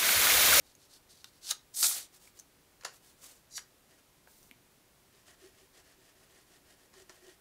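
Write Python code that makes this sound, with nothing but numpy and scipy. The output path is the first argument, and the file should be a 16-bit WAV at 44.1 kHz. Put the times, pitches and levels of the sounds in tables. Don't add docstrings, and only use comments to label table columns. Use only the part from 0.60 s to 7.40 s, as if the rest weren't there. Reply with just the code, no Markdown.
import sys
import numpy as np
from scipy import signal
from scipy.fft import rfft, irfft, next_fast_len
from scipy.io import wavfile
from scipy.ndimage import uniform_filter1d, map_coordinates

SR = 44100
rng = np.random.default_rng(int(sys.argv[2]) if len(sys.argv) > 2 else 0)


def unload_wav(signal):
    wavfile.write(
        sys.argv[1],
        SR,
        np.round(np.clip(np.atleast_2d(signal).T, -1, 1) * 32767).astype(np.int16),
    )


N = 300054

# freq_hz, gain_db
ROOM_TONE_COLOUR = [(12, -33.5), (20, -3.5), (133, -4), (252, -7), (282, -3.5), (342, -7.5), (372, -2.5),
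                    (404, -7.5), (1040, -12.5), (1270, -13.5), (3960, -17), (12800, -19.5), (15500, -21.5)]
# freq_hz, t60_s
ROOM_DECAY = [(200, 0.34), (1500, 0.238), (5000, 0.21), (14000, 0.12)]

# start_s, length_s, level_db
BOTTLE_RUBS = [(3.29, 0.075, -66), (3.375, 0.032, -64), (4.5, .14, -68), (4.655, 0.099, -61),
               (4.78, 0.14, -62.5), (4.92, 0.15, -65.5), (5.13, 0.09, -60.5), (5.23, .125, -64.5),
               (5.39, .14, -65.5), (5.55, 0.13, -66), (5.68, 0.16, -64.5), (5.86, .13, -64.5),
               (6.04, 0.12, -64.5), (6.16, .11, -67), (6.325, .11, -62.5), (6.48, 0.12, -62.5),
               (6.6, 0.16, -62.5)]
# freq_hz, gain_db
NOZZLE_COLOUR = [(290, -23), (500, -29.5), (646, 2.5), (949, -11), (1060, -2.5), (1320, -4.5), (1850, 0),
                 (2050, -7.5), (3140, -1), (3670, -5), (4940, -2.5), (9650, -6.5), (12000, -14),
                 (15000, -20)]
# start_s, length_s, level_db
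NOZZLE_JUDDERS = [(4.53, .05, -69), (4.818, .072, -56.5), (5.01, .05, -70), (5.37, .05, -71),
                  (6.358, .04, -62.5), (6.402, .036, -60.5), (6.62, .04, -65), (6.665, .035, -56.5)]
# pitch_hz, width_hz, gain_db
HOLLOW_MODES = [(383, 58, 0.5), (646, 30, 1.5), (1850, 160, -2)]
# start_s, level_db
NOZZLE_SET_DOWN = (6.496, -48)
# start_s, level_db
BOTTLE_KNOCKS = [(2.210, -55), (2.2353, -49.5), (2.247, -42), (2.2496, -31.5), (2.261, -44), (6.339, -55.5),
                 (6.495, -50), (6.501, -52)]
# pitch_hz, width_hz, gain_db
BOTTLE_MODES = [(430, 130, -5), (664, 140, -1), (1036, 200, 0), (1460, 200, 1), (1800, 290, 0),
                (2900, 440, -6.5), (4180, 600, -4), (5500, 1100, -5), (7020, 560, -3), (9800, 1600, -13)]
# start_s, level_db
WALL_POP = (3.9123, -43.5)
# pitch_hz, width_hz, gain_db
WALL_MODES = [(250, 42, -1.5), (2240, 310, -2), (3260, 1040, -12.5), (9000, 6000, -24), (13600, 1800, -19)]

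# start_s, length_s, level_db
SKIN_BRUSHES = [(1.52, 0.067, -59.5), (1.59, 0.12, -59.5), (1.745, .08, -61.5), (2.32, 0.067, -59.5),
                (2.405, .145, -63), (2.56, .26, -61.5), (2.615, .065, -56.5), (2.68, .05, -62)]
# freq_hz, gain_db
SKIN_COLOUR = [(290, -19), (500, -7), (611, -7.5), (851, -12), (1220, -6), (1450, -11), (1700, -10),
               (7670, -3.5), (15500, -11)]
# start_s, stop_s, peak_db
SLEEVE_GRAZE = (2.893, 2.973, -37.5)
# freq_hz, gain_db
SLEEVE_COLOUR = [(1180, -40), (2000, -20), (3300, -28), (4050, -5), (4790, -4), (5270, -7.5), (5790, 2),
                 (6250, -8), (6690, -2), (8510, -12), (10900, -11.5), (15500, -28)]
# start_s, length_s, level_db
GRIP_SQUEEZE = (3.67, 0.23, -65)
# freq_hz, gain_db
GRIP_COLOUR = [(1500, -26), (4000, -3), (6000, -2), (10000, -1), (12000, -9), (14300, 4), (15500, -9)]

# start_s, length_s, level_db
SHEET_NUDGES = [(.035, .1, -64.5), (.185, 0.091, -63.5), (.29, .1, -58.5), (.485, .055, -60),
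                (.515, .125, -63.5), (.645, 0.062, -64.5), (.72, .08, -68)]
# start_s, stop_s, peak_db
SHEET_PUSH = (.808, .911, -29.5)
# freq_hz, gain_db
SLIDE_COLOUR = [(350, -34), (600, -20), (832, -18), (902, -21), (1560, -13.5), (2040, -19.5), (3710, -4),
                (4200, -1), (6490, -4.5), (7140, -6.5), (9370, -7), (13700, -16), (15500, -20.5)]
# start_s, level_db, pitch_hz
SHEET_PATS = [(0.645, -51.5, 1370), (0.9144, -39, 1480), (0.918, -39, 1120), (1.2285, -34, 1320),
              (1.243, -31.5, 1290), (1.312, -39, 1510), (2.225, -56, 1350), (2.9788, -36.5, 1560),
              (2.991, -47, 1690), (3.673, -54, 820)]
# pitch_ratio, relative_width, gain_db
SHEET_MODES = [(.58, 0.6, -4.5), (1, 0.25, 7), (1.35, 0.41, -0.5), (1.9, .2, 1.5), (3, .25, -7)]
# start_s, level_db, pitch_hz, t60_s
PAPER_SNAPS = [(0.152, -54, 6500, .012), (0.6435, -42.5, 3700, 0.011), (0.9091, -30, 6540, 0.017),
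               (0.9098, -27.5, 3860, 0.026), (0.911, -25, 6550, 0.012), (1.143, -48, 5960, .015),
               (1.1482, -43.5, 5670, 0.015), (1.2275, -23, 4760, .018), (1.6747, -56, 2350, 0.013),
               (1.7903, -50, 6300, 0.044), (1.7977, -45.5, 6500, 0.012), (3.8295, -59, 5960, 0.0058),
               (6.495, -55, 5840, 0.014)]

# time_s, hiss_db, fizz_db
PALM_SWEEP = [(1.141, -52, -61), (1.161, -43, -43), (1.185, -34, -40), (1.215, -35, -32), (1.231, -25, -31),
              (1.253, -25, -30.5), (1.291, -34, -31), (1.341, -37, -41), (1.379, -43, -41),
              (1.447, -56, -63), (1.47, -66, -73)]
# freq_hz, gain_db
PALM_COLOUR = [(120, -34), (250, -25), (378, -18), (544, -25), (658, -14.5), (995, -19.5), (1250, -17),
               (1990, -15.5), (2320, -15), (2800, -17), (4790, -3.5), (7130, 0), (8040, 1), (14200, -4.5),
               (15500, -10)]
# start_s, length_s, level_db
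HEEL_DRAG = (1.345, .065, -54)

ROOM_TONE_DB, MAINS_DB, TOP_HZ = -65.2, -89, 15700
SPEED_POWER = .8
CATCH_DB = 1.5
BODY_DB, PRESS_DB_PER_S = -22, 44


def amp(db):
    return 10 ** (np.asarray(db) / 20)


def unit(x):
    return x / np.sqrt(np.mean(x ** 2) + 1e-20)


def unit_hit(sound):
    return sound / np.sqrt(np.max(uniform_filter1d(sound ** 2, size=88)))


def along(points, hz):
    freqs, values = np.transpose(points)
    return np.interp(np.log(hz + 1), np.log(freqs + 1), values)


def add(track, start_s, sound):
    part = track[round(start_s * SR):][:len(sound)]
    part += sound[:len(part)]


def wobble(rate):
    knots = rng.standard_normal(int(N * rate / SR) + 4)
    return map_coordinates(knots, [np.arange(N) * rate / SR])


def filtered(x, response):
    size = next_fast_len(len(x) + 8192)
    hz = np.fft.rfftfreq(size, 1 / SR)
    return irfft(rfft(x, size) * response(hz), size)[:len(x)]


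def coloured(x, colour):
    return unit(filtered(x, lambda hz: amp(along(colour, hz))))


def resonate(x, modes):
    def response(hz):
        return sum((-1) ** k * amp(db) * 1j * hz * width / (pitch ** 2 - hz ** 2 + 1j * hz * width)
                   for k, (pitch, width, db) in enumerate(modes))
    return filtered(x, response)


def table_bounce(x, delay_s, share):
    return unit(filtered(x, lambda hz: 1 + share * np.exp(-2j * np.pi * hz * delay_s)))


def faders(rows):
    times, *levels = np.transpose(rows)
    t = np.arange(N) / SR
    outside_s = np.abs(t - np.clip(t, times[0], times[-1]))
    return [amp(np.interp(t, times, db)) * np.exp(-outside_s / 0.0043) for db in levels]


def strokes(rows, power):
    t = np.arange(N) / SR
    gain = np.zeros(N)
    for start_s, length_s, db in rows:
        speed = np.abs(np.sin(np.pi * np.clip((t - start_s) / length_s, 0, 1)))
        gain += amp(db) * speed ** power
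    return gain


def swell(move, surge_s, release_db_per_s):
    start_s, stop_s, peak_db = move
    t = np.arange(N) / SR
    fade_in = np.clip((t - start_s) / .025, 0, 1)
    surge = 1 / (1 + np.maximum(stop_s - t, 0) / surge_s) ** 2
    return fade_in * surge * amp(peak_db - release_db_per_s * np.maximum(t - stop_s, 0))


def rub(colour, spread_db, flutter_db=1.5):
    slip_db = spread_db * wobble(3000) + flutter_db * wobble(160)
    return coloured(rng.standard_normal(N) * amp(slip_db), colour)


def contact(t60_s):
    t = np.arange(SR // 8) / SR
    force = rng.choice([-1, 1], len(t)) * amp(-60 * t / t60_s)
    force[0] = amp(10.5)
    return force


def room_tone():
    air = coloured(rng.standard_normal(N), ROOM_TONE_COLOUR)
    mains = np.sqrt(2) * np.sin(2 * np.pi * 60 * np.arange(N) / SR)
    return amp(ROOM_TONE_DB) * air + amp(MAINS_DB) * mains


def small_room(x):
    hz, t, noise = signal.stft(rng.standard_normal(SR // 3), SR, nperseg=256)
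    decay = amp(-60 * t / along(ROOM_DECAY, hz)[:, None])
    build_up = 1 - np.exp(-t / 0.0011)
    tail = signal.istft(noise * decay * build_up, SR, nperseg=256)[1]
    echo = amp(-12) * tail / np.linalg.norm(tail)
    for delay_s in rng.uniform(.001, .012, size=6):
        echo[round(delay_s * SR)] += amp(-22.5)
    return x + signal.fftconvolve(x, echo)[:N]


def nozzle():
    scratch = rub(NOZZLE_COLOUR, spread_db=3.0)
    hollow = unit(resonate(rng.standard_normal(N), HOLLOW_MODES))
    hum_hz = HOLLOW_MODES[0][0] * (1 + 0.04 * wobble(90))
    hum = np.sqrt(2) * np.sin(2 * np.pi * np.cumsum(hum_hz) / SR)
    drag = strokes(BOTTLE_RUBS, power=.55) * amp(CATCH_DB * wobble(30))
    judder = strokes(NOZZLE_JUDDERS, power=.4)
    return drag * (amp(-1.2) * scratch + amp(-6) * hollow) + judder * hum


def bottle():
    out = np.zeros(N)
    for start_s, db in BOTTLE_KNOCKS:
        force = contact(t60_s=0.024) + amp(-14.5) * contact(t60_s=0.2)
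        add(out, start_s, amp(db) * unit_hit(resonate(force, BOTTLE_MODES)))
    click = signal.unit_impulse(SR // 8)
    for (start_s, db), modes in [(WALL_POP, WALL_MODES), (NOZZLE_SET_DOWN, HOLLOW_MODES)]:
        add(out, start_s, amp(db) * unit_hit(resonate(click, modes)))
    return out


def hands():
    skin = strokes(SKIN_BRUSHES, SPEED_POWER) * rub(SKIN_COLOUR, spread_db=2.0)
    cloth = table_bounce(rub(SLEEVE_COLOUR, spread_db=2.5), delay_s=0.00104, share=0.38)
    sleeve = swell(SLEEVE_GRAZE, surge_s=.026, release_db_per_s=550) * cloth
    grip = strokes([GRIP_SQUEEZE], power=0.2) * rub(GRIP_COLOUR, spread_db=3.0)
    return skin + sleeve + grip


def sheet_slides():
    nudges = strokes(SHEET_NUDGES, SPEED_POWER)
    push = swell(SHEET_PUSH, surge_s=.028, release_db_per_s=1000)
    return (nudges + push) * rub(SLIDE_COLOUR, spread_db=1.5)


def sheet_pats():
    out = np.zeros(N)
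    for start_s, db, hz in SHEET_PATS:
        force = contact(t60_s=0.012) + amp(-15) * contact(t60_s=.07)
        modes = [(hz * ratio, hz * ratio * width, gain_db) for ratio, width, gain_db in SHEET_MODES]
        add(out, start_s, amp(db) * unit_hit(resonate(force, modes)))
    return out


def paper_snaps():
    out = np.zeros(N)
    for start_s, db, hz, t60_s in PAPER_SNAPS:
        ring = unit_hit(resonate(contact(t60_s), [(hz, hz * 0.085, 0)]))
        crack = unit_hit(resonate(contact(t60_s), [(7000, 9000, 0)]))
        add(out, start_s, amp(db) * (ring + amp(-3.5) * crack))
    return out


def palm_sweep():
    def below(hz, edge_hz):
        return 1 / (1 + (hz / edge_hz) ** 12)

    hiss, fizz = faders(PALM_SWEEP)
    land_s, lift_s = PALM_SWEEP[0][0], PALM_SWEEP[-1][0]
    pressed_s = np.clip(np.arange(N) / SR, land_s, lift_s) - land_s
    body = hiss * amp(BODY_DB + PRESS_DB_PER_S * pressed_s) + strokes([HEEL_DRAG], SPEED_POWER)
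    friction = rub(PALM_COLOUR, spread_db=0.8, flutter_db=1.0)
    combed = table_bounce(friction, delay_s=0.0016, share=0.121)
    lows = unit(filtered(combed, lambda hz: below(hz, 3960)))
    mids = unit(filtered(combed, lambda hz: below(hz, 9640) - below(hz, 3100)))
    highs = unit(filtered(combed, lambda hz: 1 - below(hz, 9450)))
    return body * lows + amp(-1) * hiss * mids + amp(-1.2) * fizz * highs


def scene():
    handling = sheet_slides() + palm_sweep() + hands() + paper_snaps() + sheet_pats()
    handling += bottle() + nozzle()
    return (small_room(handling) + room_tone())[None]


def record(dry):
    return np.array([filtered(channel, lambda hz: hz < TOP_HZ) for channel in dry])


dry = scene()
out = record(dry)
unload_wav(out)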